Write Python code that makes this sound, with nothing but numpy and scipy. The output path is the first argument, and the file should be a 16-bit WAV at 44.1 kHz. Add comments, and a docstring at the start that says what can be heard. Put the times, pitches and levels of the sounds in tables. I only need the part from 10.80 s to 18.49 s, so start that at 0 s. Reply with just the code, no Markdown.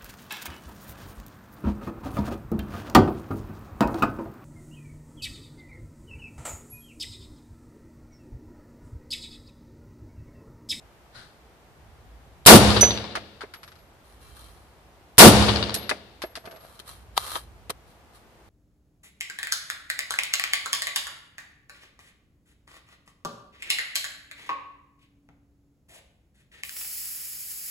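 """Two rifle shots from a bench in a covered range, each loud enough to overload the microphones.
The hall booms as its standing waves decay, and baffles down the range throw back sharp noise-burst echoes.
Each spent case bounces on boards: damped noise for its ticks and knocks, a decaying sine for its brass.
Then the magazine is released and drawn out, as grating noise, and the steel of the rifle clacks once more.
Behind them lie the air of the hall, a low rumble and one faint shuffle, all of coloured noise."""
import sys
import numpy as np
from scipy import signal
from scipy.fft import rfft, irfft
from scipy.io import wavfile
from scipy.ndimage import uniform_filter1d

SR = 44100
rng = np.random.default_rng(int(sys.argv[2]) if len(sys.argv) > 2 else 0)


def output_pcm(signal):
    """Save a mono or channel-first signal as 16-bit PCM at the path in sys.argv[1].

    Samples are clipped to [-1, 1] before scaling.
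    """
    pcm = np.clip(np.atleast_2d(signal).T, -1, 1) * 32767
    wavfile.write(sys.argv[1], SR, np.round(pcm).astype(np.int16))


N = 339129


# The two shots. Each row: time in seconds, relative level in dB, relative level of its echoes in dB.
SHOTS = [(1.6611, 0, 3), (4.3811, 0, 3.5)]
# Colour of an echo. Each row: frequency in Hz, relative spectrum level in dB.
ECHO_COLOUR = [(200, -24.5), (900, 2.5), (2400, -5), (3300, 4), (4700, 6), (5700, -18), (12000, -55)]
# One duller echo from the far end of the range.
# The row: delay in seconds, relative level in dB, t60 in seconds, brightness in dB an octave.
END_ECHO = (.301, -16.5, .09, -4.5)
# Stereo balance of distant sounds. Each row: frequency in Hz, left minus right in dB.
FAR_SIDE = [(110, 1.24), (380, -1), (900, 5), (2400, 3.5), (4400, 12.5), (6000, 0.5), (8000, -9.5),
            (11000, -12), (15000, -8.5)]


def shots(boom_delay=.11, ground_delay=.0105, ground_db=-5):
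    """Superposition: direct crack, hall response and discrete reflections, each baffle also by way of the ground."""
    out = np.zeros((2, N))
    report = blast()  # fired from one spot, both shots wake the same response
    add(report, boom_delay, boom())
    for s, db, echoes_db in SHOTS:
        add(out, s, amp(db) * report)
        crack = burst(STEEL_COLOUR, NEAR_SIDE, db=-1.5, t60=.013, rise=.00026, room_db=-42, room_t60=.1)
        add(out, s, crack)
        for delay, echo_db in baffle_echoes():
            echo = burst(ECHO_COLOUR, FAR_SIDE, echoes_db + echo_db, t60=.017, rise=.0004,
                         room_db=-26, room_t60=.12)
            add(out, s + delay, echo)
            add(out, s + delay + ground_delay, amp(ground_db) * echo)
        delay, echo_db, t60, bright_db = END_ECHO
        end_echo = burst(tilted(ECHO_COLOUR, bright_db), FAR_SIDE, echoes_db + echo_db, t60, rise=.003,
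                         room_db=-26, room_t60=.12)
        add(out, s + delay, end_echo)
    return out


# The blast in the hall. Each row: frequency in Hz, early level in dB, time to swell in seconds,
# tail level in dB, tail t60 in seconds.
BLAST = [(25, -45.5, .008, -59, 1.3), (45.5, -50, .06, -46, 1.1), (71, -18.5, 0.1, -17.5, 0.95),
         (125, -10, 0.16, -22.5, 0.93), (231.7, -12, 0.07, -24.5, 1.2), (486, -9.5, .06, -17.5, 1.12),
         (884, -9.5, 0.028, -16.5, 0.96), (2000, -15, 0.016, -24, 1.2), (4270, -9.5, 0.014, -17, 1.2),
         (6660, -13.8, .006, -23.5, .82), (10000, -6, .005, -16, .7), (15000, -17, .004, -46, .5)]


def blast(start_db=-17, hold=.1, sag_db=-11, drop_t60=.15, build=.13):
    """Swell, hold and drop: each third octave swells at its own rate, sags for a moment, then drops sharply and
    leaves a slowly building tail."""
    t = seconds(2)
    hz, spectrum = noise_spectrum(len(t), FAR_SIDE)
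    out = np.zeros((2, len(t)))
    for centre in 25 * 2 ** (np.arange(29) / 3):
        octaves = np.log2((hz + 1e-3) / centre)
        band = np.cos(np.pi / 2 * np.clip(3 * octaves, -1, 1))
        peak_db, swell, late_db, t60 = read(BLAST, centre)
        swelling = amp(start_db * np.maximum(1 - t / swell, 0))
        sag = sag_db * np.maximum(t - swell, 0) / hold
        early = amp(peak_db + sag) * dying(np.maximum(t - hold, 0), drop_t60)
        late = amp(late_db) * dying(t, t60) * (1 - np.exp(-t / build))
        envelope = swelling * np.hypot(early, late)  # powers add
        out += envelope * evened(irfft(spectrum * band, len(t)))
    return out


# Standing waves of the hall. Each row: frequency in Hz, relative level in dB, t60 in seconds.
HALL_MODES = [(66, -16.5, 1.0), (78, -17, 1.0), (102, -19, .9), (111, -12, .9), (170, -23, .9),
              (207, -10.3, .9), (324, -26, 1.1), (440, -31, 1.3), (511, -31, 1.3), (656, -31, 1.1),
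              (718, -31, 1.1), (806, -31, 1.1)]


def boom(rise=.055, spread=.57):
    """Modal decay: standing waves build up and hum on, a little out of phase between the microphones."""
    t = seconds(2)
    out = np.zeros((2, len(t)))
    for k, (hz, db, t60) in enumerate(HALL_MODES):
        lag = (-1) ** k * np.array([[0], [spread]])  # radians, left and right
        phase = 2 * np.pi * rng.random() + lag
        out += amp(db) * dying(t, t60) * np.sin(2 * np.pi * hz * t + phase)
    return out * (1 - np.exp(-t / rise)) * amp([[-.8], [.8]])


def baffle_echoes(count=7, last_near=3, first_s=.243, step_s=.0675, near_db=-15.5, far_loss_db=6.8):
    """Periodic reflection: delays (s) and levels (dB) of even baffles, alike up to last_near, then fading."""
    return [(first_s + k * step_s, near_db - far_loss_db * max(k - last_near, 0)) for k in range(count)]


# Hammer, magazine catch and other clicks. 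Each row: time in seconds, relative level in dB, t60 in seconds,
# low knock in dB, brightness in dB an octave.
CLICKS = [(1.6525, -29, .046, -85, 1), (4.372, -40, .038, -55, 1), (5.992, -39, .079, -65, 1),
          (5.999, -32, .028, -40, .5), (6.367, -26, .1, -57, 0), (6.377, -5, .018, -38, -1.2),
          (6.555, -20.5, .07, -35, -4), (6.896, -28, .035, -24.5, 1), (6.9017, -19.5, .033, -28.5, 2)]
# A light touch sets the steel singing. The row: time in seconds, level in dB, t60 in seconds.
TOUCH = (3.42, -66, .6)
# Resonances of the rifle's steel. Each row: frequency in Hz, width in Hz, lift in dB.
STEEL_MODES = [(1200, 140, 10.5), (1650, 70, 5.5), (2334, 6.1, 17), (2740, 11, 14), (3163, 14, 15),
               (4060, 30, 8), (5750, 90, 8), (6520, 40, 9)]
# Colours of struck and of scraped steel. Each row: frequency in Hz, relative spectrum level in dB.
STEEL_COLOUR = [(100, -29), (450, -14), (750, 1), (1000, 2.5), (1700, -4), (2500, -9.5), (3700, 4.5),
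                (6500, -11), (10000, -4.5), (15000, -16)]
SCRAPE_COLOUR = [(200, -30), (450, -8), (700, -8.5), (1150, -6), (1700, -7), (2500, -14), (4100, -3),
                 (5500, -12.5), (6500, -16), (8000, -10.5), (10300, -5), (14000, -15), (15000, -26)]
# Stereo balance of close sounds. Each row: frequency in Hz, left minus right in dB.
NEAR_SIDE = [(110, 3.5), (400, -1.5), (1300, 1), (2400, 4), (4400, 12), (6000, -2.5), (8000, -12.5),
             (11000, -8), (15000, -3.5)]


def rifle(ring_rise=.01, lowest_hz=420):
    """Impact and friction excite modes: steel parts snap home and the magazine grates along its well."""
    out = np.zeros((2, N))
    no_bass = signal.butter(2, lowest_hz, "highpass", fs=SR, output="sos")  # small parts radiate little bass
    for s, db, t60, knock_db, bright_db in CLICKS:
        snap = burst(tilted(STEEL_COLOUR, bright_db), NEAR_SIDE, db, t60, rise=.00019,
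                     room_db=-41.5, room_t60=.2, modes=STEEL_MODES)
        add(out, s, signal.sosfilt(no_bass, snap))
        knock = burst(KNOCK_COLOUR, NEAR_SIDE, knock_db, t60, rise=.003, room_db=-32, room_t60=.2)
        add(out, s, knock)
    s, db, t60 = TOUCH
    for hz, _, _ in STEEL_MODES:
        add(out, s, ring(db, hz, t60, ring_rise, tumble=0, left_db=0))
    scrape = noise(N, SCRAPE_COLOUR, NEAR_SIDE, STEEL_MODES)
    return out + friction() * grain(N, 2.6) * scrape


# Hands and shoulder rub on the rifle, and the magazine is drawn out.
# Each row: start in seconds, length in seconds, relative level in dB, release t60 in seconds.
RUBS = [(3.25, .08, -62, .5), (3.42, .1, -57, .6), (3.57, .04, -53.5, 1.1), (5.82, .14, -57, .4),
        (6.08, .015, -44, .38), (7.08, .04, -63, .3), (7.35, .015, -55, .2)]
DRAW = (6.375, .19, -39.5, .2)


def friction(growth_db_per_s=22):
    """Sliding friction: brief touches, and a long draw that grates harder as it gathers speed."""
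    start, length, _, _ = DRAW
    drawn_s = np.clip(np.arange(N) / SR - start, 0, length)
    draw = stroke(*DRAW, attack=.008) * amp(growth_db_per_s * drawn_s)
    return draw + sum(stroke(*rub, attack=.012) for rub in RUBS)


# Bounces of the spent cases. Each row: time in seconds, relative tick level in dB,
# tick brightness in dB an octave, knock of the boards in dB, ring of the brass in dB.
BOUNCES = [(2.0094, -15, 12, -9, -28), (2.353, -20, -1, -24, -61), (2.608, -32, -1, -45, -70),
           (2.617, -30.5, -3, -29, -68), (2.737, -33.5, 0, -55, -43), (4.942, -17.5, 10, -27, -26.5),
           (5.093, -16.5, 3, -14, -52), (5.419, -26.5, 1.5, -21.5, -37.5), (5.554, -28.5, 3, -32.5, -48)]
# Each case at last chatters to rest. Each row: time in seconds, first gap in seconds, first tick in dB,
# first knock in dB, first ring in dB, pitch of its ring in Hz.
CASES = [(2.831, .046, -37.5, -68, -47, 11590), (5.655, .056, -38, -32, -45.5, 11520)]
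# The first case glances off metal. The row: time in seconds, level in dB, pitch in Hz, t60 in seconds.
PING = (2.0094, -1.5, 6020, .26)
# The last case rolls. The row: start in seconds, length in seconds, relative level in dB, release t60 in seconds.
ROLL = (5.645, .02, -46.5, 1.2)
# Colour of rolling on boards. Each row: frequency in Hz, relative spectrum level in dB.
BOARDS_COLOUR = [(200, -22), (450, 1), (650, 2.5), (900, -18), (1150, 4), (2200, -14), (4800, -19),
                 (9000, -40)]


def cases(hops=5, hop_share=.89, hop_bright_db=1.6):
    """Inelastic bouncing: every hop of a settling case is shorter and weaker than the one before."""
    tick_loss_db, knock_loss_db, ring_loss_db = 4, 14, 2.6  # per hop
    out = np.zeros((2, N))
    for s, *blow in BOUNCES:
        after_second_shot = int(s > SHOTS[1][0])
        ring_hz = CASES[after_second_shot][-1]
        add(out, s, landing(*blow, ring_hz))
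    for s, gap, tick_db, knock_db, ring_db, ring_hz in CASES:
        for k in range(hops):
            hop = landing(tick_db - k * tick_loss_db, hop_bright_db, knock_db - k * knock_loss_db,
                          ring_db - k * ring_loss_db, ring_hz)
            add(out, s, hop)
            s += gap * hop_share ** k
    add(out, PING[0], ring(*PING[1:], rise=.004, tumble=0))
    rolling = noise(N, BOARDS_COLOUR, NEAR_SIDE, BOARD_MODES)
    return out + stroke(*ROLL, attack=.008) * grain(N, 4.7) * rolling


# Colours of a brass tick and of a low knock. Each row: frequency in Hz, relative spectrum level in dB.
TICK_COLOUR = [(100, -31), (400, -14), (1300, 16), (2800, 6), (4600, 7.5), (7000, -8.5), (10000, -5.5),
               (15000, -29)]
KNOCK_COLOUR = [(80, -26.5), (220, -8), (420, 4), (750, -5), (1300, -6), (2300, -9), (3200, -22),
                (12000, -48.5)]
# Resonances of the boards. 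Each row: frequency in Hz, width in Hz, lift in dB.
BOARD_MODES = [(420, 120, 3), (685, 65, 15), (1190, 70, 3.5), (1707, 55, 9), (2062, 59, 10.7),
               (2590, 103, 8.1)]


def landing(tick_db, bright_db, knock_db, ring_db, ring_hz, second_end=.0053, second_db=-4, knock_delay=.018):
    """Coupled impact: a case lands on one end, then the other, and rings; the boards answer with a knock."""
    out = ring(ring_db, ring_hz, t60=.33, rise=.006, tumble=.65)
    colour = tilted(TICK_COLOUR, bright_db)
    first = burst(colour, NEAR_SIDE, tick_db, t60=.044, rise=.00037, room_db=-24.5, room_t60=.3, grain_db=1.5)
    second = burst(colour, NEAR_SIDE, tick_db + second_db, t60=.075, rise=.0005,
                   room_db=-21, room_t60=.33, grain_db=4)
    add(out, 0, first)
    add(out, second_end, second)
    wood = tilted(KNOCK_COLOUR, .12 * (knock_db + 24))  # knocks harder than -24 dB are brighter
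    knock = burst(wood, NEAR_SIDE, knock_db, t60=.048, rise=.002, room_db=-29, room_t60=.6,
                  modes=BOARD_MODES, grain_db=0)
    add(out, knock_delay, knock)
    return out


def ring(db, hz, t60, rise, tumble, left_db=-7, lead=1.2, throbs_hz=21):
    """Damped vibration: one partial of struck metal, by default louder on the right, throbbing as it tumbles."""
    t = seconds(.7)
    turning = 1 - np.clip(tumble, 0, 1) * np.sin(np.pi * throbs_hz * t) ** 2
    phase = 2 * np.pi * hz * t
    partial = np.array([amp(left_db) * np.sin(phase - lead), np.sin(phase)])
    return amp(db) * turning * dying(t, t60) * (1 - np.exp(-t / rise)) * partial


# A distant rumble swells. Each row: start in seconds, length in seconds, level in dB added to the steady level.
SWELLS = [(1, .55, -54.5), (3.45, .25, -55.5), (6.15, .68, -55)]
# A shuffle further back. The row: start in seconds, length in seconds, level in dB, release t60 in seconds.
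SHUFFLE = (.358, .035, -45.5, .47)
# Colours of air, rumble and shuffle. Each row: frequency in Hz, relative spectrum level in dB.
AIR_COLOUR = [(15, -53), (25, -24), (38, -13), (55, -7.5), (140, -13.5), (301, -17.5), (335, -14),
              (383, -15.5), (604, -17.5), (673, -15.5), (833, -17), (3180, -29), (5010, -33.5),
              (6900, -36.5), (13800, -39.5), (15000, -43.5)]
RUMBLE_COLOUR = [(20, -32), (42, -20), (54, 0), (75, -8.5), (130, -15), (260, -34), (1000, -69.5)]
SCUFF_COLOUR = [(70, -2), (140, 6), (260, -5), (500, -8), (1000, -7), (1500, 5.5), (2500, -10), (4200, 1),
                (6500, -16.5), (10000, -15), (13000, -32)]
# Stereo balance of the background. Each row: frequency in Hz, left minus right in dB.
AIR_SIDE = [(60, -0.5), (180, -1.5), (540, 0.5), (1640, 0.71), (4950, 0.5), (14900, -2.0)]


def hall(air_db=-55.5, rumble_db=-62):
    """Stationary background noise: still air and a low rumble, with one faint shuffle."""
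    air = amp(air_db) * noise(N, AIR_COLOUR, AIR_SIDE)
    rumble_gain = amp(rumble_db) + sum(stroke(*swell, t60=.9, attack=.07) for swell in SWELLS)
    rumble = rumble_gain * noise(N, RUMBLE_COLOUR, AIR_SIDE)
    shuffle = stroke(*SHUFFLE, attack=.012) * noise(N, SCUFF_COLOUR, FAR_SIDE)
    return air + rumble + shuffle


def burst(colour, side, db, t60, rise, room_db, room_t60, modes=(), grain_db=2):
    """Impulsive excitation: a short dense rattle of set energy, with its faint wash in the hall."""
    t = seconds(.5)
    sound = (1 - np.exp(-t / rise)) * noise(len(t), colour, side, modes)
    decay = dying(t, t60)
    rattle = sound * decay * grain(len(t), grain_db)
    rattle *= np.sqrt(np.mean(decay ** 2) / np.mean(rattle ** 2))
    wash = amp(room_db) * dying(t, room_t60) * sound
    return amp(db - 2.5) * (rattle + wash)


# Likeness of the two microphones. Each row: frequency in Hz, correlation from 0 to 1.
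LIKENESS = [(60, .75), (150, .92), (300, .88), (600, 0.78), (1200, .25), (2500, .03), (15000, 0)]


def noise_spectrum(size, side):
    """Spatial coherence: white noise is alike in both microphones in the bass, independent in the treble."""
    hz = np.fft.rfftfreq(size, 1 / SR)
    a, b = rfft(rng.standard_normal((2, size)))
    same = np.clip(read(LIKENESS, hz), -1, 1)
    tilt = amp(read(side, hz))
    left, right = tilt * a, same * a + np.sqrt(1 - same ** 2) * b
    return hz, np.array([left, right]) / np.sqrt(1 + tilt ** 2)


def noise(size, colour, side, modes=()):
    """Source and resonator: coloured stereo noise of rms 1, lifted at each resonance."""
    hz, spectrum = noise_spectrum(size, side)
    body = 1 + sum((amp(db) - 1) / (1 + 2j * (hz - f) / width) for f, width, db in modes)
    return evened(irfft(spectrum * amp(read(colour, hz)) * body, size))


def grain(size, depth_db):
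    """Amplitude modulation by uneven contact: a gain of rms 1 that flutters over about a millisecond."""
    flutter = evened(uniform_filter1d(rng.standard_normal(size), size=50))
    return evened(amp(depth_db * flutter))


def tilted(colour, slope_db):
    """Spectral tilt: a colour made brighter by so many dB an octave, about 3 kHz."""
    return [(f, db + slope_db * np.log2(f / 3000)) for f, db in colour]


def stroke(start, length, db, t60, attack):
    """Attack, hold and release: a gain that grows exponentially until start, holds, then dies away."""
    t = np.arange(N) / SR - start
    growth = np.exp(np.minimum(t, 0) / max(attack, 1e-3))
    return amp(db) * growth * dying(np.maximum(t - length, 0), t60)


def dying(t, t60):
    """Exponential decay: the level falls by 60 dB in t60 seconds."""
    return np.exp(-np.log(1000) * t / max(t60, 1e-3))


def amp(db):
    """Logarithmic level: decibels to gain."""
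    return 10 ** (np.asarray(db) / 20)


def evened(x):
    """Power normalisation: scales to rms 1."""
    return x / np.sqrt(np.mean(x ** 2) + 1e-20)


def read(points, hz):
    """Interpolation: reads every column of a table on a log-frequency axis."""
    f, *columns = np.transpose(points)
    return np.squeeze([np.interp(np.log(hz + 1), np.log(f + 1), c) for c in columns])


def seconds(length):
    """Uniform sampling: a time axis in seconds."""
    return np.arange(int(length * SR)) / SR


def add(mix, s, sound):
    """Linear superposition: mixes a stereo sound in at time s."""
    part = mix[:, round(s * SR):][:, :sound.shape[1]]
    part += sound[:, :part.shape[1]]


def scene():
    """Superposition of everything that reaches the microphones."""
    return shots() + rifle() + cases() + hall()


def record(dry, full_scale=.97, edge_hz=15400):
    """Saturation, then band limiting: the blasts overload the input, which flattens at full scale."""
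    clipped = dry / (1 + (dry / full_scale) ** 6) ** (1 / 6)
    low_pass = signal.firwin(255, edge_hz, window=("kaiser", 8), fs=SR)
    return signal.oaconvolve(clipped, low_pass[None], "same")


dry = scene()
out = record(dry)
output_pcm(out)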